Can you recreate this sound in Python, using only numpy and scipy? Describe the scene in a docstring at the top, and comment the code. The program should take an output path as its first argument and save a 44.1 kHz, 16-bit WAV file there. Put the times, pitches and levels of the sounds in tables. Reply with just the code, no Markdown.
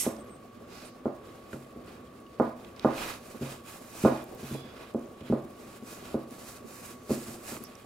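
"""Kitchen table: a hand kneads stiff dough in a large mixing bowl, the right microphone the nearer of a pair.
The first push knocks the bowl on the table, and a bright hiss dies away into a thin whistle. About once a
second another push rocks the bowl and the knock rings on in the room, loudest near 4 s. Between pushes
the floury hand rubs round the wall, the dough rustles and sticky bits tick, with a last few ticks at
the end. An appliance hums and whines faintly in the background throughout."""
import sys
import numpy as np
from scipy import signal
from scipy.fft import rfft, irfft, next_fast_len
from scipy.io import wavfile

SR = 44100
rng = np.random.default_rng(int(sys.argv[2]) if len(sys.argv) > 2 else 0)


def waveform_to_disk(signal):
    """Save audio, clipped to [-1, 1], as 16-bit WAV at the path in sys.argv[1]."""
    frames = np.transpose(np.atleast_2d(signal))
    scaled = np.clip(frames, -1, 1) * 32767
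    samples = np.round(scaled).astype(np.int16)
    wavfile.write(sys.argv[1], SR, samples)


N = 346225

# bowl meets table: (time [s], level [dB], hardness [factor on contact bandwidth],
# weight behind the push [dB], ring that the hands leave undamped [dB])
KNOCKS = [(0.0651, -15.5, 0.93, -20, -.5), (1.0564, -16.5, 0.96, -16, 1), (1.532, -31, 0.92, 3, 2),
          (1.761, -30.5, 0.67, -23, 5), (2.399, -11.5, 1.21, -16, 0), (2.8474, -10.5, 1.205, -10, 1),
          (3.411, -23.5, 0.52, 0, -14), (3.4194, -23, 0.75, -11, 2.5), (4.038, -10.5, 0.52, 3, -15),
          (4.0496, -8.5, 1.096, -2.5, 3), (4.43, -32.5, 0.71, 5, 0), (4.511, -28.5, 0.56, 6.5, 7),
          (4.9466, -15.5, 0.78, -28, -1.5), (5.211, -36.5, 0.83, 4, 5.5), (5.2996, -14.5, 0.6, 0.5, -1),
          (5.3251, -13.5, 0.92, -6.5, -0.5), (6.1436, -15.5, 0.84, -13.5, 0), (7.095, -29, 1.08, 4, -1),
          (7.1061, -12, 0.72, -9, 0), (7.282, -34, 0.65, -2, 8), (7.521, -28.5, 0.73, -19, 2)]
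# ring of bowl and table: (frequency [Hz], gain [dB], t60 [s])
BOWL_MODES = [(232.5, -7, 0.19), (249, -43, 0.56), (320, 8.5, 0.36), (341, 12, 0.89), (356, 4, 0.75),
              (437, -9.5, 0.12), (521.5, 1, 0.22), (573, 6, 0.42), (639, -4.5, 0.72), (687, 11.5, 0.45),
              (810, -19, 0.75), (905, 6, 0.8), (1008, -10, 0.46), (1069, 13.5, 0.25), (1214, 11, 0.24),
              (1257, -12, 0.59), (1354, 12, 0.12), (1460, 13.5, 0.23)]
# a knock's short waves favour the nearer microphone: (frequency [Hz], right minus left [dB])
KNOCK_BALANCE = [(280, 0.5), (480, 1.5), (900, 6), (2000, 3.5)]
# the hand sweeps round the wall: (start [s], length [s], level [dB], extra rasp from pressure [dB],
# swell over the stroke [dB])
STROKES = [(0, 0.07, -55.5, 4.5, 2), (0.668, .18, -65, 5, 6), (1.236, 0.25, -70.5, 4, -5),
           (1.522, .04, -57.5, -2.5, -4), (1.847, 0.088, -68, 6, -2), (2.402, .04, -71.5, 11, -1),
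           (2.593, 0.063, -66, 4, -4), (2.77, 0.32, -66.5, 12.5, 7), (2.954, 0.15, -48.5, 3.5, 2),
           (3.255, 0.13, -58.5, -2, -11), (3.418, .11, -52.5, 0.5, -2), (3.67, 0.038, -50.5, -2, -1.5),
           (3.745, 0.082, -58.5, -4, 4), (3.888, .14, -52.5, -3.5, 7.5), (4.047, .16, -57, 6, -8.5),
           (4.247, .11, -65.5, 0, -5), (4.389, 0.17, -54, -0.5, -1.5), (4.57, 0.28, -72, 12, 7.5),
           (5.19, 0.13, -68.5, 9, 2), (5.556, 0.2, -61, 0.5, 5.5), (5.875, 0.079, -52, -4.5, -5),
           (5.952, 0.19, -60, 2, -3), (6.291, 0.14, -56.5, -2.5, 3.5), (6.449, 0.082, -51.5, -6.5, -1.5),
           (6.663, .25, -54, -5.5, 2.5), (7.098, .22, -48.5, -6, -7), (7.451, .13, -49, -5, -7.5),
           (7.64, 0.18, -68.5, 4, 1)]
# floury skin on the wall, light and pressed: (frequency [Hz], level [dB])
HISS_SPECTRUM = [(1470, -5), (2500, -9.5), (3310, -18), (3770, -5.5), (4650, -2.5), (6810, -0.5),
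                 (9810, -1.5), (12600, -2.5), (16000, -7)]
RASP_SPECTRUM = [(500, 1.5), (800, 4.5), (1400, 5.5), (1800, -1.5), (2500, 1.5), (3500, -3), (5000, -6),
                 (8000, -24.5)]
# the wall rings faintly under the strokes: (frequency [Hz], t60 [s], gain [dB])
WALL_MODES = [(1680, .045, -3), (2010, .04, -5), (2480, .05, -1), (3790, .045, -4), (6980, .035, -3),
              (7440, .05, -3), (7850, .02, -6), (8600, .04, -8), (9640, .022, -2), (12300, .024, -1),
              (13900, .03, -6)]
# rustle of yielding dough: (frequency [Hz], level [dB])
DOUGH_SPECTRUM = [(90, -13), (170, -4.5), (240, 3), (330, -3.5), (520, -1.5), (750, -4), (1100, -31)]
# the loudest sticky bits let go: (time [s], peak [dB], pitch [Hz], t60 [s], band edge [factor on pitch])
TICKS = [(0.165, -40.5, 5500, .02, 1.25), (.293, -50.5, 2200, 0.034, 1.07),
         (1.53, -32.5, 1390, 0.037, 1.02), (2.265, -50.5, 2860, 0.028, 0.85),
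         (2.647, -40.5, 2880, 0.011, 1.1), (2.763, -43, 4775, 0.022, 1.1),
         (2.7954, -27.5, 3400, 0.01, 1.13), (4.241, -32.5, 13800, .0094, 1.1),
         (4.3485, -40, 13900, .011, 1), (5.207, -44.5, 2900, 0.047, 1.15), (6.309, -40, 8400, 0.012, 1.7),
         (7.567, -33, 980, 0.021, 1.13), (7.6383, -27, 12800, 0.0079, 1.04),
         (7.753, -41.5, 5900, .012, 1.08)]
# the bright opening hiss: (frequency [Hz], level [dB])
GUSH_SPECTRUM = [(760, -53), (1300, -29), (1680, -36), (1970, -13), (4650, -15), (4950, -14), (5610, -5),
                 (7420, -4.5), (7980, -1.5), (9520, -1), (10800, -11), (11700, -4), (15500, -20)]
# narrow tones that ring in that hiss: (frequency [Hz], t60 [s], gain [dB])
GUSH_TONES = [(2020, 0.13, 3), (4120, .15, 3), (5560, .08, 2), (8100, .06, 0), (11290, 0.11, 15),
              (11800, .12, -3)]
# the thin whistle it leaves: (time [s], pitch [Hz], level [dB])
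WHISTLE = [(.12, 8120, -78), (.17, 8150, -67), (.21, 8160, -54), (.26, 7900, -85), (.31, 8260, -56),
           (.36, 8130, -61), (.43, 8150, -93)]
# thin squeaks: (start [s], length [s], pitch [Hz], ring time [s], level [dB])
SQUEAKS = [(.23, .1, 11260, 0.022, -69), (0.256, 0.035, 2440, 0.073, -58.5),
           (0.673, 0.33, 4550, 0.0014, -57.5), (0.842, 0.063, 8850, 0.0018, -55.5),
           (4.464, 0.37, 3410, 0.023, -58), (4.48, 0.33, 4870, 0.013, -65), (4.503, 0.21, 4000, .02, -64),
           (7.637, 0.05, 5400, .005, -54)]
# diffuse answer of the kitchen: (frequency [Hz], gain [dB])
ROOM_SPECTRUM = [(60, 15), (110, -5), (175, -13), (250, 0.5), (450, -3.5), (760, -2), (1150, 6),
                 (1600, 5.5), (2300, 8), (3200, -11), (5000, -20)]
# its decay: (frequency [Hz], t60 [s])
ROOM_T60 = [(100, 0.68), (300, 0.2), (1000, 0.45), (3000, 0.47)]
# the appliance's motor: (frequency [Hz], rms level [dB])
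MOTOR_LINES = [(1121, -61.5), (1177, -69), (113.4, -66), (251, -62)]
# its rushing air: (frequency [Hz], level [dB])
AIR_SPECTRUM = [(15, -43), (25, -34), (59, -4.5), (166, -6.5), (236, 1.5), (285, -6), (335, -1), (575, -6),
                (911, -23), (1130, -19.5), (1260, -20.5), (1650, -21), (3520, -29), (11900, -62.5),
                (16000, -46)]
# likeness of diffuse sound at the two microphones: (frequency [Hz], correlation [0..1])
MIC_LIKENESS = [(25, .8), (130, .99), (280, .96), (550, .55), (1100, .35), (2500, .45), (12000, .42)]


def bowl(boom_hz=135.7, boom_t60=0.38, body_hz=101, body_t60=0.043, hollow_hz=172, hollow_t60=0.043):
    """Main source, on the table: each knock booms in the top and rings on in bowl and kitchen."""
    direct, to_table, to_modes = np.zeros((3, N))
    room = np.zeros((2, N))
    for s, level_db, hardness, weight_db, ring_db in KNOCKS:
        knock = from_db(level_db) * rocking(hardness)
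        add(direct, s, knock)
        add(to_table, s, knock * from_db(weight_db))
        add(to_modes, s, knock * from_db(ring_db))
        add(room, s, kitchen(knock * from_db(ring_db)))   # the arm has moved, so the echoes are new
    boom = from_db(28.5) * resonate(to_table, boom_hz, boom_t60)
    body = from_db(8) * resonate(direct, body_hz, body_t60)
    ring = 0
    for k, (hz, db, t60) in enumerate(BOWL_MODES):
        strength = from_db(db + 2 * np.tanh(drift(2.04)))   # the dough shifts between pushes
        ring += (-1) ** k * resonate(strength * to_modes, hz, t60)
    sound = direct + boom + body + from_db(1) * ring + room
    sound -= resonate(sound, hollow_hz, hollow_t60)   # antiresonance between table and bowl
    size = next_fast_len(N)
    balance = pan(at_hz(KNOCK_BALANCE, np.fft.rfftfreq(size, 1 / SR)))
    return irfft(rfft(sound, size) * balance, size)[:, :N]


def rocking(hardness, gap_s=0.004815, gap_shrink=0.8625, softening=0.82, touches=4):
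    """The bowl rocks to rest in ever quicker, duller touches; a harder push makes them brighter."""
    force, s = np.zeros(SR // 12), 0
    for k in range(touches):
        click = signal.unit_impulse(len(force), int(s * SR))
        bandwidth_hz = 687 * hardness * softening ** k
        force += from_db(30.5 + 0.25 * k) * cut(click, bandwidth_hz, "low", order=4)
        s += gap_s * gap_shrink ** k
    return -cut(force, 195, "high", order=3)   # the bowl radiates little bass


def dough_thuds(hz=90, t60=0.052, swell_s=0.0036):
    """With every knock the soft mass of dough lands in a few heavily damped low swings."""
    out, t = np.zeros(N), np.arange(SR // 3) / SR
    for s, level_db, _, weight_db, _ in KNOCKS:
        pitch = hz * (1 + rng.uniform(-0.16, 0.1))   # the lump has a new shape every time
        swing = np.sin(2 * np.pi * pitch * t) * decay(t, t60) * (1 - np.exp(-t / swell_s))
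        peak_db = -31 + 0.35 * (level_db + weight_db)
        add(out, s, from_db(peak_db) * swing / np.abs(swing).max())
    return cut(out, 53, "high", order=3)


def hand(judder_db=1.73, judders_per_s=35, grips_per_s=9):
    """Inside the bowl, right of centre: floury skin grips unevenly, hisses, rasps and rings the wall."""
    hiss_gain, rasp_gain = stroke_gains()
    judder = from_db(judder_db * drift(judders_per_s))
    hiss = judder * from_db(3) * friction(HISS_SPECTRUM, grain_db=0.96, grains_per_s=310) * pan(2.5)
    rasp = judder * from_db(4.5) * friction(RASP_SPECTRUM, grain_db=1.13, grains_per_s=300) * pan(4.2)
    wipe = hiss_gain * hiss + rasp_gain * rasp
    # each mode swells and fades as the hand moves over the wall
    wall = sum(from_db(db + drift(grips_per_s)) * resonate(wipe, hz, t60) for hz, t60, db in WALL_MODES)
    # between strokes the fingers still touch the dough and the wall
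    rub = np.hypot(hiss_gain, from_db(-71.5)) * hiss + np.hypot(rasp_gain, from_db(-69.5)) * rasp
    return wall + cupped_hand(rub)


def stroke_gains(attack_s=0.044, release_s=0.053, linger_db=-24, linger_s=0.23):
    """Gains of hiss and rasp: each stroke rises, swells or eases, then fades to a lingering light touch."""
    power, clock = 0, np.arange(0, N, 64) / SR
    for s, length, level_db, pressure_db, swell_db in STROKES:
        t = clock - s
        held = from_db(level_db + swell_db * (np.clip(t / length, 0, 1) - .5))
        rise = (1 + np.tanh(t / attack_s)) / 2
        after = np.maximum(t - length, 0)
        fade = np.maximum(np.exp(-after / release_s), from_db(linger_db) * np.exp(-after / linger_s))
        gain = held * rise * fade
        power += np.array([gain, gain * from_db(pressure_db)]) ** 2
    return [np.interp(np.arange(N) / SR, clock, gain) for gain in np.sqrt(power)]


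def cupped_hand(rub, ring_cycles=40, depth=0.28, shifts_per_s=9):
    """The hollow under the hand keeps changing shape, so narrow peaks and dips come and go."""
    return rub + sum(depth * drift(shifts_per_s) * resonate(rub, hz, ring_cycles / hz)
                     for hz in np.geomspace(1800, 11000, 7))


def dough_rustle(resting_db=-57.5, push_db=-40, yield_s=0.76):
    """The dough rustles dully all along, more under pressed strokes and as it yields to a push."""
    _, pressed = stroke_gains()
    t = np.arange(2 * SR) / SR
    power = from_db(resting_db) ** 2 + (from_db(-1) * pressed) ** 2
    for s, level_db, *_ in KNOCKS:
        add(power, s, (from_db(level_db + push_db) * np.exp(-t / yield_s)) ** 2)
    return np.sqrt(power) * friction(DOUGH_SPECTRUM, grain_db=5.0, grains_per_s=85)


def sticky_ticks(crumbs_per_s=2.5, crumb_db=-53.5, crumb_hz=5200, crumb_t60=0.018, min_edge=1.03):
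    """Sticky bits let go on the right, each a short pitched crackle; fainter crumbs come by chance."""
    out, t = np.zeros((2, N)), np.arange(SR // 10) / SR
    crumbs = [(when * N / SR, crumb_db, crumb_hz * 2 ** (2 * pitch - 1), crumb_t60, min_edge)
              for when, pitch in rng.random((int(crumbs_per_s * N / SR), 2))]
    for s, peak_db, hz, t60, edge in TICKS + crumbs:
        crackle = rng.standard_normal((2, len(t))) + rng.standard_normal(len(t))   # part reaches both mics
        edge = max(edge, min_edge)
        snap = cut(crackle * decay(t, t60), [hz / edge, hz * edge], "band", order=1)
        add(out, s, from_db(peak_db) * snap / np.abs(snap).max())
    return out * pan(5.3)


def fading_hiss(hold_s=0.0092, fall_db_per_s=232, waver_hz=25):
    """At the start a bright, ringing hiss on the right dies away into a thin, unsteady whistle."""
    out, t = np.zeros((2, N)), np.arange(SR // 2) / SR
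    fade_db = -28.5 - fall_db_per_s * np.maximum(t - hold_s, 0)
    gush = from_db(fade_db) * friction(GUSH_SPECTRUM, grain_db=0.9, grains_per_s=400, size=len(t))
    gush += sum(from_db(db) * resonate(gush, hz, t60) for hz, t60, db in GUSH_TONES)
    whistle_hz, whistle_db = in_time(WHISTLE)
    whistle = from_db(whistle_db) * sine(whistle_hz + waver_hz * drift(210))
    add(out, 0, gush * pan(5.1) + whistle[:len(t)])
    return out


def squeaks():
    """Well to the right: narrow, rough tones that swell quickly and fade."""
    out, t = np.zeros((2, N)), np.arange(SR // 2) / SR
    for s, length, hz, t60, level_db in SQUEAKS:
        band = resonate(rng.standard_normal((2, len(t))), hz, t60 / 2)
        tone = rms_one(resonate(band, hz, t60 / 2))
        swell = np.interp(t / length, [0, 1 / 4, 1], [0, 1, 0])
        add(out, s, from_db(level_db) * tone * swell)
    return out * pan(8.1)


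def kitchen(knock, first_echo_s=0.0164, build_s=0.0023):
    """The room round the microphones: dense reflections of one knock, dying away octave by octave."""
    t = np.arange(SR // 2) / SR
    white = rfft(rng.standard_normal((2, len(t))))
    hz = np.fft.rfftfreq(len(t), 1 / SR)
    edges, tail = np.append(0, 2. ** np.arange(7, 14)), 0
    for low, high in zip(edges, edges[1:]):
        band = irfft(white * (hz >= low) * (hz < high), len(t))
        fall = np.log(1000) / at_hz(ROOM_T60, (low + high) / 2)
        tail += band * np.exp(-fall * t) * np.sqrt(2 * fall / SR)   # same energy whatever the decay
    onset = np.clip((t - first_echo_s) / build_s, 0, 1)
    return signal.fftconvolve(knock[None], stereo_colour(tail, ROOM_SPECTRUM) * onset, axes=1)


def appliance(waver_hz=1.16, waver_db=0.6, air_db=-51.5, halo_db=-63):
    """In the background: slightly wavering motor lines over rushing air, some ringing round the whine."""
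    motor = 0
    for hz, db in MOTOR_LINES:
        amplitude = np.sqrt(2) * from_db(db + waver_db * drift(5.4))
        motor += amplitude * sine(hz + waver_hz * drift(8))
    air = friction(AIR_SPECTRUM, grain_db=1.8, grains_per_s=9.7)
    halo = rms_one(resonate(air, hz=1130, t60=0.015))
    return motor + from_db(air_db) * air * pan(0.88) + from_db(halo_db) * halo


def friction(spectrum, grain_db, grains_per_s, size=N):
    """Stereo noise of countless tiny slips that come in clumps of limited size; rms 1."""
    slips = rng.standard_normal((2, size))
    clumps = from_db(grain_db * np.minimum(drift(grains_per_s)[:size], 1.6))
    return rms_one(stereo_colour(slips * clumps, spectrum))


def stereo_colour(pair, spectrum):
    """Two unrelated signals become left and right, coloured, alike in the bass and apart in the treble."""
    size = next_fast_len(pair.shape[-1])
    hz = np.fft.rfftfreq(size, 1 / SR)
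    mid, side = rfft(pair, size) * from_db(at_hz(spectrum, hz))
    alike = at_hz(MIC_LIKENESS, hz)
    mics = np.sqrt((1 + alike) / 2) * mid + np.sqrt((1 - alike) / 2) * side * [[1], [-1]]
    return irfft(mics, size)[:, :pair.shape[-1]]


def from_db(db):
    """Decibels to gain."""
    return 10 ** (np.asarray(db) / 20)


def rms_one(x):
    """Scale to rms 1."""
    return x / np.sqrt(np.mean(x ** 2) + 1e-20)


def decay(t, t60):
    """An envelope that falls 60 dB in t60 seconds."""
    return np.exp(-np.log(1000) * t / t60)


def sine(hz):
    """A tone that follows a pitch given at every sample."""
    return np.sin(2 * np.pi * np.cumsum(hz) / SR)


def drift(per_s):
    """A random wander of rms 1, with per_s turns a second."""
    knots = rng.standard_normal(int(N / SR * per_s) + 2)
    return rms_one(np.interp(np.arange(N) / SR * per_s, np.arange(len(knots)), knots))


def in_time(rows):
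    """The columns of a curve at every sample."""
    s, *columns = np.transpose(rows)
    return [np.interp(np.arange(N) / SR, s, column) for column in columns]


def at_hz(points, hz):
    """Read a table on a log-frequency axis."""
    table_hz, values = np.transpose(points)
    return np.interp(np.log(hz + 1e-3), np.log(table_hz), values)


def cut(x, hz, kind, order):
    """Butterworth filter."""
    sos = signal.butter(order, np.clip(hz, 10, .48 * SR), kind, fs=SR, output="sos")
    return signal.sosfilt(sos, x + 1e-18)


def resonate(x, hz, t60):
    """A resonance with gain 1 at its top."""
    r = decay(1 / SR, t60)
    feedback = [1, -2 * r * np.cos(2 * np.pi * hz / SR), r * r]
    return signal.lfilter(np.array([1, 0, -1]) * (1 - r * r) / 2, feedback, x + 1e-18)


def pan(right_db):
    """Gains of the left and right microphones."""
    return from_db(np.array([[-.5], [.5]]) * right_db)


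def add(track, s, sound):
    """Mix a sound in at s seconds."""
    at = max(0, int(round(s * SR)))
    track[..., at:at + sound.shape[-1]] += sound[..., :N - at]


def scene():
    """Everything at the microphone pair; the right channel lags by one sample."""
    kneading = bowl() + dough_thuds() + hand() + dough_rustle()
    left, right = kneading + squeaks() + fading_hiss() + appliance() + sticky_ticks()
    return np.array([left, np.append(0, right[:-1])])


def record(dry, cutoff_hz=15750):
    """The top is cut steeply."""
    return signal.sosfilt(signal.ellip(12, .1, 90, cutoff_hz, fs=SR, output="sos"), dry)


dry = scene()
out = record(dry)
waveform_to_disk(out)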